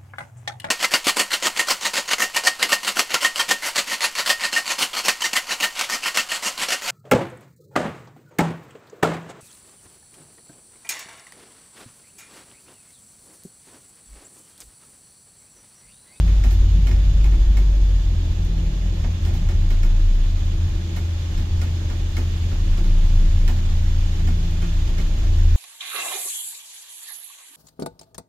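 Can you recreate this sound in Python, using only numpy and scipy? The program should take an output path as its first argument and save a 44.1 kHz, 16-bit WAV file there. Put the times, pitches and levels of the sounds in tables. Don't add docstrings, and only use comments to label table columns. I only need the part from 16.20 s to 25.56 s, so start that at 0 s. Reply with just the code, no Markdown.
import sys
import numpy as np
from scipy import signal
from scipy.io import wavfile
from scipy.ndimage import uniform_filter1d

SR = 44100
rng = np.random.default_rng(int(sys.argv[2]) if len(sys.argv) > 2 else 0)


def dump_mix(stems):
    frames = np.atleast_2d(stems).T
    limited = np.clip(frames, -1, 1)
    pcm = np.round(limited * 32767).astype(np.int16)
    wavfile.write(sys.argv[1], SR, pcm)


def boost_factor(decibels):
    exponent = np.asarray(decibels, float) / 20
    return 10 ** exponent


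N = 412776

# (time [s], firing rate [Hz], load [dB], cylinder unevenness [dB])
ENGINE_RUN = [(.15, 50.44, 0.5, -10), (.38, 46.9, -0.5, -14), (.9, 49.24, 0, 3), (1.35, 48.74, 0, -6),
              (1.7, 46.22, -0.5, -10), (2.0, 42.1, 0, -10), (2.62, 42.9, -0.5, -8), (2.9, 41.1, -2.5, -3),
              (3.22, 32.84, 4, -8), (3.55, 29.59, -1, -16), (3.95, 31.2, 4, -6), (4.8, 36.58, -4.5, -5),
              (6.15, 36.58, 2, -8), (6.58, 29.04, 0, -32), (7.1, 29.34, 1, -1), (7.5, 27.4, -0.5, -4),
              (9.0, 28.08, -4.5, 7), (9.36, 30.48, 2.5, 2.5)]
# (frequency [Hz], level [dB])
BODY_RESPONSE = [(15, -42), (24, -21), (30, -14.5), (35.5, -29), (41, -24), (46, -14), (50, -14),
                 (62, -24.5)]
# (multiple of firing rate [1], level [dB], share of unevenness [1])
ENGINE_ORDERS = [
    (.5, -10, 1),
    (1.5, -13, 1),
    (2, -12, .4),
    (3, -13, .6),
]
# (time [s], drone level [dB], panel buzz level [dB])
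FAN_LEVELS = [(0, -25.5, -36), (.7, -27.5, -43.5), (1.4, -44, -53), (1.8, -25, -53), (2.3, -27, -36),
              (2.52, -33, -39), (2.95, -23.5, -39), (3.9, -26.5, -47), (5.2, -23, -44.5), (6.2, -23.5, -57),
              (6.7, -26, -36), (7.2, -22, -40), (8.0, -23.5, -37.5), (8.9, -25.5, -40.5),
              (9.36, -17.5, -51)]

# (time [s], force [dB], latch crispness [dB])
PANEL_RATTLES = [(.078, -38, -4), (0.238, -33.5, 2), (0.308, -42, 10.5), (.67, -34, 2), (.713, -37.5, -10),
                 (1.042, -35.5, 0), (1.3692, -34.5, 2), (3.05, -36, 3.5), (3.083, -46.5, -3),
                 (3.138, -39.5, 4), (3.2886, -34.5, -5), (3.504, -36, 1), (3.631, -34.5, -1),
                 (4.762, -34, 2), (5.177, -39.5, 3), (5.415, -33.5, 3), (5.699, -36.5, -5), (5.967, -31, 1),
                 (6.639, -41, 1), (7.278, -31, 2.5), (7.996, -44, -4), (8.0721, -34, 0),
                 (8.4193, -35.5, -2), (8.675, -38, -1), (8.782, -34.5, 2)]
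# (time [s], force [dB], latch crispness [dB])
FLOOR_BUMPS = [
    (1.12, -29, 2),
    (2.838, -25.5, -8),
    (6.314, -30, 2),
    (6.573, -28, 13),
    (9.0193, -30, -1),
]
# (time [s], force [dB], latch crispness [dB])
LIGHT_CLICKS = [
    (2.2494, -41, -1),
    (7.4979, -47, -1),
    (8.3104, -44, 1),
]
# (panel [dB], floor [dB], latch over force [dB], chatter length [s])
STRIKE_KINDS = [
    (-2.5, 3, -16.5, 0.028),
    (-16.5, -2.5, -38, .022),
    (-9, -3, -7, 0.0025),
]
# (frequency [Hz], width [Hz], level [dB])
PANEL_MODES = [(1437, 35, -3), (1830, 110, 1), (2170, 90, 2), (2475, 50, -3), (3010, 200, -3),
               (3950, 300, -8), (5220, 200, -5), (6650, 600, -8)]
# (frequency [Hz], width [Hz], level [dB])
FLOOR_MODES = [(239.3, 28, 9), (347.5, 12, 3.5), (560, 210, -11), (696, 114, -6.5), (850, 31, -22)]
STRIKE_PANS_DB = [-4.5, -3.5]
# (frequency [Hz], level [dB])
LATCH_SPECTRUM = [(2500, -20), (4500, 6), (7000, 4), (8800, -1), (11000, 0), (13000, 0), (14800, -1),
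                  (15800, -3)]

# (pitch [Hz], waver [Hz], level [dB], flutter [dB],
# left minus right [dB])
FITTING_RINGS = [(323, 7, -50.5, 2, -2), (570, 7, -65, 3, -9), (2429, 5, -65, 1, 3), (3020, 10, -65, 2, -3),
                 (3416, 8, -66.5, 2.5, -6), (3917, 10, -67.5, 2.5, -4),
                 (823, .5, -62.5, .6, 0),
    (3495, 5, -59.5, 1.5, 0),
]

# (time [s], roughness [dB])
ROAD_ROUGHNESS = [(0, 3), (.3, 3.5), (.49, 7), (.62, 2), (1.0, 6), (1.8, 0), (2.55, 2.5), (2.71, 3.5),
                  (2.92, 0), (3.13, 5), (4.0, -7.5), (4.45, 2), (4.95, -10), (5.05, 2.5), (5.85, -2.5),
                  (6.5, 3), (8.0, 0), (9.1, 1)]
# (time [s], airflow [dB])
VENT_FLOW = [(0, 0.5), (1.8, -1), (4.3, -0.4), (6.6, 1.07), (9.36, 1.5)]
# (frequency [Hz], density [dB per Hz])
RUMBLE_SPECTRUM = [(8, -24), (13, -14), (18, 0), (24, 4), (32, 6), (42, 0), (55, -3), (70, -1), (92, -3),
                   (108, -9), (135, -16), (170, -40), (260, -120)]
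# (frequency [Hz], density [dB per Hz])
ROAR_SPECTRUM = [(65, -20), (110, -7.5), (134, -9.5), (177, -8.5), (265, -20), (329, -18), (458, -27.5),
                 (581, -26), (1300, -40), (1690, -81), (2860, -120)]
# (frequency [Hz], density [dB per Hz])
HISS_SPECTRUM = [(590, -9.5), (1000, -1.5), (1400, -2.5), (1760, 0.5), (1990, -2.5), (2700, -1.5),
                 (2970, 1), (3270, -1), (3530, 1.5), (3750, -1.5), (5360, -5.5), (5800, -7.5), (6610, -3),
                 (8000, -16.5), (10400, -52), (17600, -120)]
# (frequency [Hz], density [dB per Hz])
AIR_SPECTRUM = [(6000, -30), (8300, 0), (9500, 0), (11200, 1), (12800, -1), (13800, -3), (14500, -3),
                (15000, -8), (15700, -18)]
# (frequency [Hz], coherence [0-1])
PORT_COHERENCE = [(60, 1), (130, 1), (290, 0.85), (640, 0.46), (1200, 0.29), (3000, 0), (7000, 0.16),
                  (15000, 0.2)]
# (frequency [Hz], left minus right [dB])
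PORT_BALANCE = [(60, 0.5), (110, -0.5), (200, -3), (380, 5.5), (700, 0.5), (1290, -2.5), (2380, -5.5),
                (4400, -0.5), (8120, -2), (15000, -10)]


def unit_power(x):
    return x / np.sqrt(np.mean(x ** 2) + 1e-20)


def read_spectrum(points, hz):
    f_hz, value = np.transpose(points)
    return np.interp(np.log(hz + 1), np.log(f_hz + 1), value)


def curves(rows):
    time_s, *columns = np.transpose(rows)
    return [np.interp(np.arange(N) / SR, time_s, column) for column in columns]


def wander(smooth_s):
    size = max(int(smooth_s * SR / 8), 1)
    at = np.arange(0, N + 8, 8)
    slow = uniform_filter1d(rng.standard_normal(len(at)), size)
    slow = uniform_filter1d(slow, size)
    return np.interp(np.arange(N), at, unit_power(slow))


def phase(hz):
    return 2 * np.pi * np.cumsum(hz) / SR


def panned(x, left_db):
    return x * boost_factor(np.array([[left_db / 2], [-left_db / 2]]))


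def port_noise(spectrum, size, patchy_db):
    hz = np.fft.rfftfreq(size, 1 / SR)
    frames = N // (size // 4) + 5
    a, b, c, d, patches = rng.standard_normal((5, len(hz), frames), dtype=np.float32)
    patches = uniform_filter1d(patches, 12, 0)
    patches = unit_power(uniform_filter1d(patches, 6, 1))
    same = np.clip(read_spectrum(PORT_COHERENCE, hz), 0, 1)[:, None]
    left = a + 1j * b
    right = same * left + np.sqrt(1 - same ** 2) * (c + 1j * d)
    port_delay_s = 0.000441
    lag = np.exp(-2j * np.pi * np.maximum(hz - 600, 0) * port_delay_s)[:, None]
    tilt = boost_factor(read_spectrum(PORT_BALANCE, hz) / 2)[:, None]
    level_db = read_spectrum(spectrum, hz)[:, None] + patchy_db * patches
    z = np.array([left * tilt, right * lag / tilt]) * boost_factor(level_db)
    x = signal.istft(z, nperseg=size, noverlap=size * 3 // 4)[1][:, :N]
    return x / np.sqrt(np.mean(x.mean(0) ** 2))


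def engine():
    firing_hz, load_db, uneven_db = curves(ENGINE_RUN)
    turns = phase(firing_hz)
    out = boost_factor(read_spectrum(BODY_RESPONSE, firing_hz) + load_db) * np.cos(turns)
    for order, order_db, share in ENGINE_ORDERS:
        level_db = order_db + read_spectrum(BODY_RESPONSE, order * firing_hz)
        level_db = level_db + share * uneven_db + 1.5 * wander(0.15)
        start = 2 * np.pi * rng.random()
        out = out + boost_factor(level_db) * np.sin(order * turns + start)
    return np.sqrt(2) * out


def fan():
    fan_hz = 83.85
    drone_db, buzz_db = curves(FAN_LEVELS)
    turns = phase(fan_hz + 0.19 * wander(0.29))
    drone = boost_factor(drone_db + 1.4 * wander(0.07)) * np.sin(turns)
    buzz = boost_factor(buzz_db + 3.1 * wander(0.12)) * np.sin(2 * turns + 0.93 * wander(0.093))
    return np.sqrt(2) * (drone + buzz)


def resonate(x, hz, width_hz):
    r = np.exp(-np.pi * max(width_hz, 1) / SR)
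    return signal.lfilter([1 - r, 0, r - 1], [1, -2 * r * np.cos(2 * np.pi * hz / SR), r * r], x)


def ring_modes(hits, modes):
    return sum(boost_factor(db) * resonate(hits, hz, width_hz) / np.sqrt(width_hz) for hz, width_hz, db in modes)


def strike_drives():
    drives = np.zeros((3, N))
    t = np.arange(int(0.25 * SR)) / SR
    rise_s = np.array([[0.0003], [0.008], [0.0003]])
    linger = np.array([[0.8], [1.2], [1.2]])
    tail = boost_factor(np.array([[-12], [-14], [-11]]) - 60 * t / 0.45)
    first = 1 + np.array([[3.2], [0], [1.6]]) * np.exp(-t / 0.0025)
    for rows, kind in zip((PANEL_RATTLES, FLOOR_BUMPS, LIGHT_CLICKS), STRIKE_KINDS):
        panel_db, floor_db, latch_db, chatter_s = kind
        chatter = 1 / (1 + np.exp(np.clip((t / chatter_s - linger) / 0.5, -50, 50)))
        shape = (chatter * first + tail * chatter_s / 0.019) * np.minimum(t / rise_s, 1)
        for time_s, force_db, crisp_db in rows:
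            levels_db = force_db + np.array([panel_db, floor_db, latch_db + crisp_db])
            part = drives[:, round(time_s * SR):][:, :len(t)]
            part += (boost_factor(levels_db)[:, None] * shape)[:, :part.shape[1]]
    return drives


def rattles():
    drives = strike_drives()
    knocks = boost_factor(1.8 * np.maximum(wander(0.0021), -0.5))
    out = np.zeros((2, N))
    bodies = zip(drives, (PANEL_MODES, FLOOR_MODES), (-7, -5), STRIKE_PANS_DB, (0.3, 1.5))
    for drive, modes, trim_db, left_db, shared in bodies:
        hits = rng.standard_normal((2, N)) + shared * rng.standard_normal(N)
        unit = ring_modes(hits[:, :SR], modes).std()
        body = ring_modes(hits * drive * knocks, modes)
        out += panned(boost_factor(trim_db) * body / unit, left_db)
    dull = signal.sosfilt(signal.butter(4, 7600, fs=SR, output="sos"), out)
    tick = boost_factor(-4) * port_noise(LATCH_SPECTRUM, size=256, patchy_db=2.5)
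    return dull + tick * drives[2] * np.sqrt(knocks)


def rings():
    out = np.zeros((2, N))
    for hz, waver_hz, level_db, flutter_db, left_db in FITTING_RINGS:
        turns = phase(hz + waver_hz * wander(0.0297))
        apart = np.array([[1], [-1]]) * hz / 2500 * wander(0.067)
        tone = np.sqrt(2) * np.sin(turns + apart)
        flutter = wander(0.023) + 0.6 * wander(0.2)
        out += panned(tone, left_db) * boost_factor(level_db + flutter_db * flutter)
    return out


def road():
    rough_db, = curves(ROAD_ROUGHNESS)
    flow_db, = curves(VENT_FLOW)
    flicker_db = 0.5 * wander(0.017)
    rumble_db = -26.5 + rough_db + 1.0 * wander(0.06)
    roar_db = -36.5 + 0.24 * rough_db
    hiss_db = -46.5 + flow_db + flicker_db
    air_db = -63.5 + 1.35 * flow_db + flicker_db
    rumble = boost_factor(rumble_db) * port_noise(RUMBLE_SPECTRUM, size=8192, patchy_db=1.5)
    roar = boost_factor(roar_db) * port_noise(ROAR_SPECTRUM, size=2048, patchy_db=1.5)
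    hiss = boost_factor(hiss_db) * port_noise(HISS_SPECTRUM, size=1024, patchy_db=0.82)
    air = boost_factor(air_db) * port_noise(AIR_SPECTRUM, size=1024, patchy_db=0.5)
    return rumble + roar + hiss + air


def scene():
    bass = panned((engine() + fan())[None], left_db=0.44)
    return bass + rattles() + rings() + road()


def roll_off(x):
    return signal.sosfilt(signal.butter(12, 15830, fs=SR, output="sos"), x)


def record(dry):
    low_cut = signal.butter(2, 9, "high", fs=SR, output="sos")
    band_limit = signal.firwin(1023, 15760, window=("kaiser", 9), fs=SR)
    mix = signal.sosfilt(low_cut, dry)
    mix = signal.oaconvolve(mix, band_limit[None], "same")
    return roll_off(mix)


dry = scene()
out = record(dry)
dump_mix(out)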